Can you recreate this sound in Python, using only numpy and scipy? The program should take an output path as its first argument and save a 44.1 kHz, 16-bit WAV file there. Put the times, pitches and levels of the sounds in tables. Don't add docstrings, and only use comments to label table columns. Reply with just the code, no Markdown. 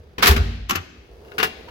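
import sys
import numpy as np
from scipy import signal
from scipy.fft import rfft, irfft
from scipy.io import wavfile

SR = 44100
rng = np.random.default_rng(int(sys.argv[2]) if len(sys.argv) > 2 else 0)


def pcm_store(signal):
    levels = np.round(np.clip(np.atleast_2d(signal), -1, 1) * 32767)
    wavfile.write(sys.argv[1], SR, levels.astype(np.int16).T)


N = 74970
LEFT_RIGHT = np.array([[1], [-1]])

# (time [s], level [dB], bass [dB], treble [dB], ring t60 [s], left over right [dB])
SLAM_BLOWS = [(0.181, -13.5, 14, -11, 0.075, 4), (0.192, -21.5, 14.5, -12, 0.11, 12),
              (0.204, -22, 14, -21.5, 0.13, 3.5), (0.217, -23, 1.5, -8.5, 0.15, 6),
              (0.2235, -1, 0, -6.5, .08, -1.5), (0.228, 1, -3.5, -8, 0.21, 3),
              (0.257, 4, 1.5, -4.5, 0.049, 4), (0.268, 2.5, -9.5, -1, 0.13, 5.5),
              (0.277, -2.5, 4.5, 5, 0.06, 2), (0.285, -2.5, 6.5, -5, 0.078, 4),
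              (0.309, -6.5, 10.5, -2.5, .12, 5.5), (0.362, -6.5, 7, -8.5, 0.073, 6.5),
              (0.376, -7.5, 4, -23, 0.032, 1)]
# (frequency [Hz], level [dB])
SLAM_COLOUR = [(60, -9), (120, -12.5), (230, -4.5), (320, -11.5), (430, -3.5), (600, -11.5), (1100, -1),
               (1700, -1), (2750, -3), (5400, -6.5), (8600, -17.5), (13500, -8), (16000, -14)]
# (frequency [Hz], level [dB], t60 [s])
FIRST_DRAWER_MODES = [(242, -17, 0.22), (395, -7, 0.43), (429.5, 0, 0.15), (706, -6, 0.28),
                      (1096, 1.5, 0.11), (1144, -4, 0.16), (1322, 0.5, .18), (1470, 0.5, 0.24),
                      (1520, -5.5, 0.062), (1626, -8, 0.13), (1680, -23, .17), (1775, -0.5, 0.19),
                      (2420, -12.5, 0.26), (2460, -25.5, .15)]


def slam():
    return clatter(SLAM_BLOWS, SLAM_COLOUR, FIRST_DRAWER_MODES, sheet_db=0, modes_db=-26)


# (time [s], level [dB], bass [dB], treble [dB], ring t60 [s], left over right [dB])
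CATCH_BLOWS = [(0.688, -27.5, -28, 7, 0.06, 5), (0.694, -6, -16, 8, 0.05, 4.2),
               (0.7065, -4.5, 0.5, 7, 0.052, 4), (0.718, -20, 4.5, -5.5, 0.17, 8.7),
               (0.729, -23, 7.5, 1.5, .15, 4.9), (0.7505, -13.5, 3.5, -10.5, 0.12, 9),
               (0.7545, -9, 6.5, 12, 0.045, 6.1), (0.766, -16, 3, -12.5, .11, 2.4),
               (0.781, -22.5, 2, -49, .06, 6.1)]
# (frequency [Hz], level [dB])
CATCH_COLOUR = [(60, -7), (130, -6), (230, -9), (360, -3.5), (570, -11), (800, -10.5), (1200, 3.5),
                (1800, 0.5), (2900, -1), (3800, -6.5), (6500, -10), (9400, -27.5), (13500, -13),
                (16000, -31.5)]
# (frequency [Hz], level [dB], t60 [s])
CATCH_MODES = [(154.4, -8, 0.12), (247, -15, 0.12), (362, -10, 0.17), (789, -5, 0.18), (1063, 2.5, 0.08),
               (1138, 1.5, 0.18), (1248, -3, 0.14), (1389, 4, .11), (2060, -7, 0.087), (2320, -29, 0.08),
               (2683, 3.5, 0.081), (2980, -4, 0.022), (2980, 7, 0.054), (3620, -10, 0.041)]


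def catch():
    return clatter(CATCH_BLOWS, CATCH_COLOUR, CATCH_MODES, sheet_db=-1.44, modes_db=-21.5)


# (time [s], level [dB], bass [dB], treble [dB], ring t60 [s], left over right [dB])
STOP_BLOWS = [(1.247, -34, 2, -6.5, 0.037, 2.5), (1.281, -30, 6, -15, 0.028, 3.2),
              (1.316, -23.5, -2, -16.5, 0.045, 8.7), (1.381, -3.5, 4, -12, 0.11, 6.9),
              (1.398, -3.5, 2, -18.5, 0.12, 11), (1.4275, 3.5, 0, -10.5, 0.12, 5.5),
              (1.445, -9, 4, -14.5, 0.06, 1.7), (1.683, -25, 0, -18, .1, 2.7)]
# (frequency [Hz], level [dB])
STOP_COLOUR = [(60, -55), (130, -16.5), (250, -14.5), (420, -15), (580, -20.5), (760, -12), (1400, -8.5),
               (1950, -7), (2630, -9.5), (5300, -10), (7500, -19), (14000, -10.5), (16000, -17)]
# (frequency [Hz], level [dB], t60 [s])
SECOND_DRAWER_MODES = [(209.3, -15.5, 0.2), (399.4, -9, 0.17), (442.7, -4.5, 0.15), (741, -8.5, 0.16),
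                       (1040, -10, 0.11), (1112, -10, 0.1), (1236, 0, 0.087), (1467, 2.5, 0.11),
                       (1670, -3, 0.12), (2204, -6, .1), (2560, -7, 0.086), (2700, -4, .09),
                       (2780, -5.5, 0.23), (2905, -3.5, 0.095)]


def end_stop():
    return clatter(STOP_BLOWS, STOP_COLOUR, SECOND_DRAWER_MODES, sheet_db=-0.37, modes_db=-21)


def clatter(blows, colour, modes, sheet_db, modes_db, size=16384):
    attack_s, force_spread_db, detune = 0.0029, 2, .002
    dense, strong, t = np.zeros((2, N)), np.zeros((2, N)), np.arange(size) / SR
    for start, db, bass_db, treble_db, t60, pan_db in blows:
        sheet = tint(stereo_noise(size, likeness=0.18, from_box=True), colour)
        sheet = tint(sheet, [(300, bass_db), (1200, 0), (3000, 0.017), (11000, treble_db)])
        pan = [(300, 0.53), (600, pan_db), (2400, pan_db), (4500, pan_db - 5)]
        sheet = irfft(rfft(sheet) * undb(LEFT_RIGHT * along(pan, freqs(size)) / 2), size)
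        sheet = die_away(sheet, [(250, t60 * 1.61), (1500, t60), (10000, t60 * 0.97)])
        ring = 0
        for (hz, mode_db, mode_t60), (force, shift) in zip(modes, rng.standard_normal((len(modes), 2))):
            cycles = hz * (1 + detune * shift) * t + rng.random()
            phase = 2 * np.pi * cycles + LEFT_RIGHT * left_lead(hz) / 2
            gain = undb(mode_db + force_spread_db * force + LEFT_RIGHT * along(pan, hz) / 2)
            ring = ring + gain * fade(t, mode_t60) * np.sin(phase)
        push = undb(db) * np.minimum(t / attack_s, 1)
        add(dense, undb(sheet_db) * sheet * push, start)
        add(strong, undb(modes_db) * ring * push, start)
    return np.array([dense + strong, dense + undb(-11.5) * strong])


# (time [s], frequency [Hz], level [dB], rise [s])
PANEL_BOOMS = [(0.281, 70.8, -5.5, 0.03), (0.357, 74.8, -12.5, 0.036), (0.598, 54.6, -28.5, 0.041),
               (0.703, 212, -36, 0.0033), (0.716, 224.4, -24, 0.009), (0.754, 87.4, -29, 0.035),
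               (1.093, 57.4, -37.5, 0.033)]
# (frequency [Hz], level [dB], t60 [s])
STANDING_WAVES = [(54, -8, 0.63), (67.4, -24, 0.91), (77.9, -29, 1), (89.9, -15, 0.79),
                  (121.5, -29.5, 0.91), (143.2, -21, 0.56), (196.2, -38.5, 1), (234, -31.5, 0.91)]


def cabinet():
    build_s, right_lag_s = 0.066, 0.0005
    out, t = np.zeros((2, N)), np.arange(N) / SR
    for start, hz, db, rise in PANEL_BOOMS:
        add(out, swell(hz, db, rise), start)
    waves = sum(undb(db) * np.sin(2 * np.pi * hz * t) * fade(t, t60) for hz, db, t60 in STANDING_WAVES)
    add(out, waves * (1 - np.exp(-t / build_s)), start=0.33)
    return np.array([out[0], np.interp(t - right_lag_s, t, out[1])])


# (time [s], level [dB])
ROLL_LEVEL = [(0, -54.5), (.17, -56), (.26, -37.5), (.88, -78), (.98, -54), (1.12, -51), (1.25, -46),
              (1.37, -40), (1.46, -52), (1.6, -45.5), (1.7, -46)]
# (frequency [Hz], level [dB])
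ROLL_COLOUR = [(60, -23), (150, -17), (270, -11.5), (370, -2), (435, 0.5), (560, -9.5), (900, -14),
               (1400, -23.5), (2200, -27.5), (5000, -29), (8000, -40), (13000, -37.5), (16000, -40)]


def slides(ticks_per_s=560, tick_spread_db=4.5, flutter_db=0.5):
    t = np.arange(N) / SR
    ticks = (rng.random(N) < ticks_per_s / SR) * undb(tick_spread_db * rng.standard_normal(N))
    tick_sound = stereo_noise(256, likeness=.3) * np.hanning(256)
    contact = signal.fftconvolve(ticks[None], tick_sound, axes=1)[:, :N]
    drone = unit(tint(unit(contact) + stereo_noise(N, likeness=0.15), ROLL_COLOUR))
    flutter = np.interp(t, np.linspace(0, N / SR, 50), rng.standard_normal(50))
    level_db = np.interp(t, *np.array(ROLL_LEVEL).T)
    return drone * undb(level_db + flutter_db * flutter)


def rail_squeak():
    out = np.zeros((2, N))
    waver = unit(tint(rng.standard_normal(N), [(60, 7), (400, -57)]))
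    add(out, swell(hz=955, db=-42, rise_s=.02) * (1 + .5 * waver), start=1.670)
    return out


# (frequency [Hz], level [dB])
ROOM_COLOUR = [(60, -4.5), (190, -3.5), (310, -4), (440, -8), (650, -3.5), (1000, -15), (1500, -13.5),
               (2700, -12), (5500, -13.5), (8000, -14.5), (14000, -21)]
# (frequency [Hz], t60 [s])
ROOM_T60 = [(60, 0.84), (250, 0.94), (1000, 0.84), (2500, 1.076), (5500, 1.056), (9000, 0.53), (15000, .45)]


def garage(x, delay_s=0.0066, build_s=0.012):
    t = np.arange(N) / SR
    build = 1 - np.exp(-np.maximum(t - delay_s, 0) / build_s)
    tail = die_away(tint(stereo_noise(N), ROOM_COLOUR), ROOM_T60) * build / np.sqrt(SR / 10)
    return signal.fftconvolve(x, tail, axes=1)[:, :N]


# (frequency [Hz], level [dB])
ROOM_TONE_COLOUR = [(20, -18.5), (45, -9), (68, 5.5), (110, -11), (250, -17), (600, -37.5), (1500, -29),
                    (3500, -36.5), (6000, -45), (9000, -61.5), (16000, -62.5)]


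def room_tone(db=-48):
    return undb(db) * unit(tint(stereo_noise(N), ROOM_TONE_COLOUR))


# (frequency [Hz], left phase lead [rad])
BOX_PHASE = [(450, -2), (800, -1.88), (1200, -2), (1800, -2.5), (2700, -2.5), (4000, -0.5), (6000, -1),
             (12000, 2)]


def left_lead(hz):
    return along(BOX_PHASE, hz) * np.minimum(hz / 600, 1) ** 3


def stereo_noise(size, likeness=0., from_box=False):
    hz = freqs(size)
    alike = np.clip(likeness + (1 - likeness) * .98 / (1 + (hz / 420) ** 4), 0, 1)
    mid, side = rfft(rng.standard_normal((2, size)))
    pair = (mid * np.sqrt(1 + alike) + LEFT_RIGHT * side * np.sqrt(1 - alike)) / np.sqrt(2)
    if from_box:
        pair = pair * np.exp(1j * LEFT_RIGHT * left_lead(hz) / 2)
    return irfft(pair, size)


def die_away(x, t60s, octaves=10, lowest_hz=31.25):
    size = x.shape[-1]
    t, spectrum = np.arange(size) / SR, rfft(x)
    octave = np.clip(np.log2(np.maximum(freqs(size), 1) / lowest_hz), 0, octaves - 1)
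    out = 0
    for k in range(octaves):
        band = irfft(spectrum * np.maximum(1 - abs(octave - k), 0), size)
        out = out + band * fade(t, along(t60s, lowest_hz * 2 ** k))
    return out


def swell(hz, db, rise_s):
    t = np.arange(N) / SR
    growth = (t / rise_s) ** 2
    return undb(db) * growth * np.exp(1 - growth) * np.cos(2 * np.pi * hz * t)


def tint(x, colour):
    size = x.shape[-1]
    return irfft(rfft(x) * undb(along(colour, freqs(size))), size)


def along(points, hz):
    points_hz, values = np.array(points, float).T
    return np.interp(np.log(np.maximum(hz, 1)), np.log(points_hz), values)


def freqs(size):
    return np.arange(size // 2 + 1) * SR / size


def undb(db):
    return 10 ** (np.asarray(db) / 20)


def unit(x):
    return x / np.sqrt(np.mean(x ** 2))


def fade(t, t60):
    return np.exp(-np.log(1000) * t / np.maximum(t60, 1e-3))


def add(out, x, start):
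    i = int(start * SR)
    size = min(x.shape[-1], N - i)
    out[:, i:i + size] += x[..., :size]


def scene():
    near, room_feed = slam() + catch() + end_stop()
    return near + garage(room_feed) + cabinet() + slides() + rail_squeak() + room_tone()


def record(dry):
    lowpass = signal.ellip(10, .2, 70, 16000, fs=SR, output="sos")
    return signal.sosfilt(lowpass, np.clip(dry, -1, 1))


dry = scene()
out = record(dry)
pcm_store(out)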